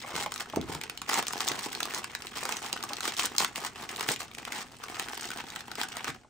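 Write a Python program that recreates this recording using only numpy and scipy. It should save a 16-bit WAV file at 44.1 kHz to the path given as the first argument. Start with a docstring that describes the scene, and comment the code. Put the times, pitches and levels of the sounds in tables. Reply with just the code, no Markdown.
"""Unpacking a foil bag

Hands pull a foil bag out of a small cardboard box, drop the box on the table and knead the bag open.
Creases in the foil buckle in clumps of tiny snaps, with louder single snaps on top, and the air in the
bag rings hollow. The box rings when it is dragged or knocked. Two microphones close together hear it
all in a small furnished room."""
import sys
import numpy as np
from scipy import signal
from scipy.fft import rfft, irfft, next_fast_len
from scipy.io import wavfile
from scipy.ndimage import uniform_filter1d

SR = 44100
rng = np.random.default_rng(int(sys.argv[2]) if len(sys.argv) > 2 else 0)


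def log_audio(samples):
    """Write samples as a 16-bit WAV file to the path given in sys.argv[1]."""
    # one column per channel
    frames = np.atleast_2d(samples).T
    # limit to full scale, then quantise
    limited = np.clip(frames, -1, 1)
    pcm = np.round(limited * 32767).astype(np.int16)
    wavfile.write(sys.argv[1], SR, pcm)


N = 277389
TIME = np.arange(N) / SR


def gain_of(db):
    return 10 ** (np.asarray(db) / 20)


def unit_rms(x):
    return x / np.sqrt(np.mean(x ** 2) + 1e-20)


def curve_at(points, hz):
    """Reads between (frequency, value) points on a log frequency scale."""
    f, value = np.transpose(points)
    return np.interp(np.log(hz + 1), np.log(f + 1), value)


def add_at(mix, start_s, sound):
    part = mix[..., round(start_s * SR):][..., :sound.shape[-1]]
    part += sound[..., :part.shape[-1]]


def filtered(x, gain):
    """Filters x by a function of frequency."""
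    size = next_fast_len(x.shape[-1] + 4096)
    return irfft(rfft(x, size) * gain(np.fft.rfftfreq(size, 1 / SR)), size)[..., :x.shape[-1]]


# The tone of the room's steady noise: f/Hz, relative level/dB
ROOM_NOISE = [(25, -7), (50, 2.5), (130, 4), (500, -4.5), (1100, -20), (8000, -17), (16000, -60)]
# The notes of the mains hum: f/Hz, level/dB
MAINS_HUM = [(120, -69), (240, -64.5)]
def room_tone(noise_db=-57):
    """A soft rumble and hiss, partly alike at both microphones, with a faint mains hum."""
    noise = rng.standard_normal((3, N))
    rumble = unit_rms(filtered(0.56 * noise[:2] + noise[2], lambda hz: gain_of(curve_at(ROOM_NOISE, hz))))
    hum = sum(gain_of(db) * np.sqrt(2) * np.sin(2 * np.pi * hz * TIME) for hz, db in MAINS_HUM)
    return gain_of(noise_db) * rumble + hum


# How long the room rings: f/Hz, time to fade by 60 dB/s
ECHO_FADE = [(150, 0.33), (700, 0.12), (2000, 0.15), (6000, 0.14), (14000, 0.0034)]
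def room_echoes(x, turns_per_s=7):
    """Three sets of echoes take turns, so the room sounds smooth, without a fixed ringing colour."""
    taps = np.zeros((6, SR // 2))
    delays = np.arange(220, SR // 2 - 20, 20) + rng.integers(0, 20, (6, (SR // 2 - 221) // 20))
    np.put_along_axis(taps, delays, rng.choice([-1., 1.], delays.shape), 1)
    hz, t, bands = signal.stft(taps, SR, nperseg=128)
    fade = gain_of(-60 * t / curve_at(ECHO_FADE, hz)[:, None])
    tails = signal.istft(bands * fade, SR, nperseg=128)[1].reshape(3, 2, -1)
    tails = (tails + 0.31 * tails[:, ::-1]) / np.linalg.norm(tails[0, 0])  # left and right mix a little
    turns = np.cos(2 * np.pi * (turns_per_s * TIME + np.arange(3)[:, None] / 3)) * np.sqrt(2 / 3)
    return signal.fftconvolve((x * turns)[:, None], tails, axes=2).sum(0)[:, :N]


# The notes the box rings at, low to high: f/Hz, relative level/dB, time to fade by 60 dB/s
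BOX_NOTES = [(93, -2.5, 0.046), (160, -2.5, 0.045), (304, 4.5, 0.019), (398, 5, 0.017), (638, 3, 0.024),
             (830, -2, 0.057), (1036, 10.5, 0.013), (2127, 4.5, 0.024)]
# The box drags along the foil, then the table: t/s, length/s, level/dB, share of upper notes (0-1)
DRAGS = [(0.038, 0.011, -39.5, 1), (0.105, 0.15, -41.5, 0.93), (0.544, 0.11, -40, 0.31),
         (0.68, 0.059, -47.5, 0.67)]
def box_drags(swell_db=2.5, release_db_per_s=400):
    """Uneven slips ring the open box. Each drag swells a little, then lifts off."""
    t = np.arange(3000) / SR
    slips = rng.standard_normal(N)
    slips *= gain_of(5.6 * unit_rms(uniform_filter1d(rng.standard_normal(N), 200)))
    notes = [gain_of(db - 60 * t / fade_s) * np.sin(2 * np.pi * hz * t) for hz, db, fade_s in BOX_NOTES]
    low = unit_rms(signal.oaconvolve(slips, sum(notes[:4]))[:N])
    high = unit_rms(signal.oaconvolve(slips, sum(notes[4:]))[:N])
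    out = np.zeros(N)
    for start, length, db, share in DRAGS:
        age = TIME - start
        drop_db = swell_db * np.clip(1 - age / length, 0, 1)
        drop_db += release_db_per_s * np.maximum(age - length, 0)
        out += (age >= 0) * gain_of(db - drop_db) * (share * high + (1 - share) * low)
    return out


# A flap pops, the box lands and bounces, later the bag's contents knock: t/s, peak level/dB, panel f/Hz
BLOWS = [(0.261, -22, 880), (0.535, -26.5, 606), (0.571, -16, 322), (0.591, -30, 140), (0.696, -26, 246),
         (0.753, -34, 169), (1.512, -30, 318), (2.906, -28.5, 820), (4.087, -26.5, 256), (6.089, -31, 200),
         (6.247, -40.5, 766)]
def box_knocks(reach_octaves=0.98):
    """A soft blow rings the cardboard notes that lie near the pitch of the struck panel."""
    out, t = np.zeros(N), np.arange(6000) / SR
    for start, peak_db, panel_hz in BLOWS:
        ring = np.zeros(len(t))
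        for hz, db, fade_s in BOX_NOTES:
            nearness = np.exp(-(np.log2(hz / panel_hz) / reach_octaves) ** 2)
            envelope = (1 - np.exp(-t * hz / 0.97)) * gain_of(db - 60 * t / fade_s)
            ring += nearness * envelope * np.sin(2 * np.pi * hz * rng.uniform(.96, 1.04) * t)
        add_at(out, start, gain_of(peak_db) * ring / abs(ring).max())
    return out


# The pitch of the air in the bag, mostly rising as the bag opens: t/s, f/Hz
BAG_PITCH = [(1.2, 880), (1.4, 1033), (4.1, 1144), (4.85, 1080), (5.15, 1590), (6.29, 1440)]
# The notes of that air: multiple of the pitch, width/Hz, level/dB
BAG_NOTES = [(.54, 130, -9.5), (1.001, 160, -6.5)]
def with_bag_air(foil):
    """The foil's sound plus the hollow ring it stirs up inside the bag."""
    cycles = np.cumsum(np.interp(TIME, *np.transpose(BAG_PITCH))) / SR
    out = foil.copy()
    for multiple, width_hz, db in BAG_NOTES:
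        # Shift the gliding note down to 0 Hz, smooth it there, and shift it back.
        glide = np.exp(2j * np.pi * multiple * cycles)
        decay = np.exp(-np.pi * width_hz / SR)
        ring = glide * signal.lfilter([1 - decay], [1, -decay], foil / glide)
        out += gain_of(db) * 2 * ring.real
    return out


# The tone of foil and microphone together: f/Hz, relative level/dB
FOIL_TONE = [(60, -23), (200, 4), (440, 1), (570, -9), (800, -1), (1100, -2.5), (2300, -1), (4600, -1.5),
             (8500, -0.5), (11700, -5), (15600, -3), (16200, -44)]
def foil_filter():
    """Gives snaps the foil's tone. It rings only after a click (minimum phase), so clicks stay sharp."""
    log_gain = np.log(gain_of(curve_at(FOIL_TONE, abs(np.fft.fftfreq(4096, 1 / SR)))))
    return np.fft.ifft(np.exp(np.conj(signal.hilbert(log_gain)))).real[None, :2048]


def snap(hz, noise, rattle_ms, q, tick_gain):
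    """One crease buckles: a crisp tick, then a rattle of slips rings the patch of foil next to it."""
    age = np.arange(noise.shape[1]) / SR * 1000 / np.clip(rattle_ms, .4, 8)
    # Both microphones hear noise[0]; each also has noise of its own, most of all around 4 kHz.
    own = 0.31 * noise[1:] + 1.03 * signal.lfilter(*signal.iirpeak(4000, 1.3, SR), noise[1:])
    rattle = (noise[0] + own) * np.exp(-age) * (1 - np.exp(-age / 0.79))
    ring = signal.lfilter(*signal.iirpeak(min(hz, 15000), q, SR), rattle)
    tick = signal.lfilter(*signal.butter(1, hz / 3, "high", fs=SR), rattle * np.exp(-1.5 * age))
    return ring / np.linalg.norm(ring) + tick_gain * tick / np.linalg.norm(tick)


def tiny_snaps(per_s, spread_db, longest_ms, patches=40):
    """Foil patches of all sizes snap at random. Returns the sound below and above 3 kHz."""
    strength = gain_of(spread_db * np.minimum(rng.exponential(1, N), 3))
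    hits = strength * (rng.random(N) < per_s / SR)
    patch = rng.integers(0, patches, N)
    noise = rng.standard_normal((patches, 3, 500))
    ringing = rng.uniform(0.58, 1, patches)
    stream = np.zeros((2, N))
    for k, hz in enumerate(np.geomspace(550, 12000, patches)):
        sound = snap(hz, noise[k], longest_ms * ringing[k], q=2.6 * ringing[k], tick_gain=0.79)
        stream += signal.oaconvolve((hits * (patch == k))[None], sound, axes=1)[:, :N]
    stream = unit_rms(signal.oaconvolve(stream, foil_filter(), axes=1)[:, :N])
    low = signal.lfilter(*signal.butter(2, 3000, fs=SR), stream)
    return low, stream - low


# How loudly the kneaded foil crackles: t/s, level/dB
KNEADING = [(0, -39), (.25, -43), (.48, -46.5), (1, -49), (1.33, -39), (1.86, -39), (2.2, -46.5),
            (2.6, -40), (3.1, -41.5), (3.74, -47.5), (4.04, -35), (4.27, -54.5), (4.45, -39.5),
            (4.72, -48.5), (4.87, -41.5), (5.2, -38), (5.65, -46.5), (5.96, -44.5), (6.15, -49.5),
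            (6.29, -67)]
# Firm pulls and tears: t/s, length/s, level/dB, change above 3 kHz/dB
FIRM_PULLS = [(0.13, 0.11, -38.5, 0.5), (0.376, 0.042, -32, -7.5), (0.663, 0.09, -36.5, -8),
              (1.072, 0.126, -27.5, -3.5), (1.395, 0.022, -27, -1.5), (1.461, 0.13, -32.5, -9),
              (1.593, 0.052, -37.5, -1.5), (1.93, 0.063, -34, -3), (2.346, 0.039, -30.5, -1),
              (2.399, 0.036, -31, -5.5), (2.436, 0.13, -36, -5), (2.622, 0.1, -40, -5),
              (3.008, 0.089, -36, 0.5), (3.168, 0.1, -31.5, 0.5), (3.377, 0.059, -28.5, -2.5),
              (3.538, 0.089, -36.5, -5.5), (3.633, 0.036, -29.5, -2.5), (3.756, 0.096, -39.5, -7),
              (4.068, 0.072, -31, -1), (4.183, 0.061, -38, -1), (4.501, 0.12, -37, -5.5),
              (4.972, 0.05, -36.5, -6), (5.383, 0.024, -28, -11), (5.488, .11, -39.5, -8.5),
              (5.769, 0.072, -32.5, -6), (5.944, 0.14, -41.5, -10.5), (6.066, 0.036, -30, -5.5)]
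def foil_crackle(clump_s=0.0076, grip_s=0.027, let_go_s=0.0051):
    """Light kneading is sparse, clumped and dull; firm pulls are a denser, more even crunch."""
    width = int(clump_s * SR)
    clumps = unit_rms(uniform_filter1d(uniform_filter1d(rng.standard_normal(N), width), width))
    knead_db = np.interp(TIME, *np.transpose(KNEADING)) + 2.5 * clumps
    dulling_db = 0.25 * (knead_db + 16.5)  # softer kneading has less treble
    low, high = tiny_snaps(per_s=420, spread_db=4.1, longest_ms=2.53)
    out = gain_of(knead_db) * (low + gain_of(dulling_db) * high)
    low, high = tiny_snaps(per_s=900, spread_db=3.9, longest_ms=1.59)
    for start, length, db, treble_db in FIRM_PULLS:
        grip = np.clip((TIME - start) / grip_s, 0, 1)
        let_go = np.exp(-np.maximum(TIME - start - length, 0) / let_go_s)
        out += grip * let_go * gain_of(db + 2.0 * clumps) * (low + gain_of(treble_db) * high)
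    return out


# Single snaps that stand out of the crackle: t/s, peak level/dB, ringing f/Hz
LOUD_SNAPS = [(0.163, -17, 1360), (0.261, -20, 2240), (0.32, -21, 1200), (0.34, -22, 8200),
              (0.36, -22, 1240), (0.378, -26, 5340), (0.499, -29.5, 2700), (0.56, -18, 940),
              (0.613, -25.5, 3450), (0.749, -23, 990), (0.813, -21.5, 2100), (0.836, -20.5, 2070),
              (0.897, -19.5, 1890), (0.975, -24.5, 2980), (1.017, -22, 1230), (1.091, -16.5, 1370),
              (1.141, -11, 6470), (1.197, -26, 3000), (1.226, -20, 950), (1.268, -20, 2970),
              (1.282, -15, 7300), (1.333, -19, 910), (1.378, -24, 5500), (1.405, -15, 3900),
              (1.458, -40, 5000), (1.478, -15.5, 4360), (1.485, -11.5, 7900), (1.517, -19, 2980),
              (1.591, -19.5, 4070), (1.66, -22.5, 950), (1.695, -45, 940), (1.729, -22.5, 1600),
              (1.75, -19.5, 4230), (1.804, -15, 1780), (1.83, -15.5, 3580), (1.854, -21, 1180),
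              (1.937, -19.5, 1190), (1.946, -17.5, 6000), (2.043, -17, 1840), (2.15, -17.5, 1620),
              (2.221, -26, 2380), (2.269, -22.5, 2340), (2.37, -30, 1030), (2.453, -18, 800),
              (2.491, -19, 1070), (2.523, -14.5, 2350), (2.568, -18.5, 6960), (2.645, -26, 1190),
              (2.662, -20.5, 3000), (2.728, -12.5, 4500), (2.827, -21, 4570), (2.837, -17.5, 1110),
              (2.933, -16, 4030), (2.968, -20.5, 4520), (3.006, -18, 1620), (3.054, -17, 1150),
              (3.078, -16.5, 1070), (3.121, -21, 1930), (3.167, -21, 3660), (3.195, -12, 2460),
              (3.204, -22, 4470), (3.364, -22, 6200), (3.382, -7, 5270), (3.402, -17, 950),
              (3.433, -19, 3000), (3.446, -11, 1460), (3.558, -17.5, 2660), (3.648, -19, 1100),
              (3.891, -22.5, 2040), (3.961, -21.5, 3600), (3.995, -21, 1190), (4.008, -14.5, 1040),
              (4.088, -8, 1900), (4.161, -20.5, 2370), (4.217, -26, 2500), (4.349, -26, 2140),
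              (4.384, -23.5, 2330), (4.451, -24, 2600), (4.522, -21.5, 2050), (4.838, -25, 1210),
              (4.996, -15, 2140), (5.025, -27, 2470), (5.085, -21.5, 1470), (5.175, -22.5, 1400),
              (5.23, -26, 5800), (5.289, -26, 4000), (5.304, -22.5, 1490), (5.315, -23, 2500),
              (5.373, -22.5, 910), (5.502, -26, 4120), (5.56, -20.5, 1560), (5.606, -27, 1510),
              (5.715, -24, 1000), (5.754, -22, 1520), (5.794, -30, 1560), (5.814, -13, 2980),
              (5.833, -19, 1520), (5.968, -21, 730), (5.982, -30, 800), (6.044, -19.5, 1420),
              (6.08, -21, 1510)]
def loud_snaps():
    """Each snap rings its own patch of foil; large, low patches rattle longer."""
    out, tone = np.zeros((2, N)), foil_filter()
    for start, peak_db, hz in LOUD_SNAPS:
        rattle_ms = 2.18 * (1500 / hz) ** 0.21
        sound = snap(hz, rng.standard_normal((3, 1200)), rattle_ms, q=2.37, tick_gain=1.35)
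        sound = signal.fftconvolve(sound, tone, axes=1)
        add_at(out, start, gain_of(peak_db) * sound / abs(sound).max())
    return out


# How far the wave at the left microphone is ahead of the right: f/Hz, phase/radians
LEFT_LEAD = [(0, 0), (1640, .2), (2580, .9), (4740, 1.2), (6890, .1), (8440, -.9), (10400, -2.7),
             (12900, -3.6), (16500, -6.4)]
def scene():
    """Foil and box reach the two microphones slightly out of step, with the room around them."""
    hands = with_bag_air(foil_crackle() + loud_snaps()) + box_knocks() + box_drags()
    hands = signal.lfilter(*signal.butter(2, 70, "high", fs=SR), hands)  # the hands' sounds are heard with little deep bass below about 70 Hz
    sides = np.array([[1], [-1]])
    direct = filtered(hands, lambda hz: np.exp(.5j * curve_at(LEFT_LEAD, hz) * sides))
    return direct + gain_of(-10.5) * room_echoes(hands.mean(0)) + room_tone()


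def record(dry, top_hz=16900):
    """The level falls at the very end, and the highest treble is cut off."""
    faded = dry * gain_of(np.interp(TIME, [6.15, 6.29], [0, -9]))
    low_pass = signal.firwin(511, top_hz, window=("kaiser", 9), fs=SR)
    return signal.oaconvolve(faded, low_pass[None], "same", axes=1)


dry = scene()
out = record(dry)
log_audio(out)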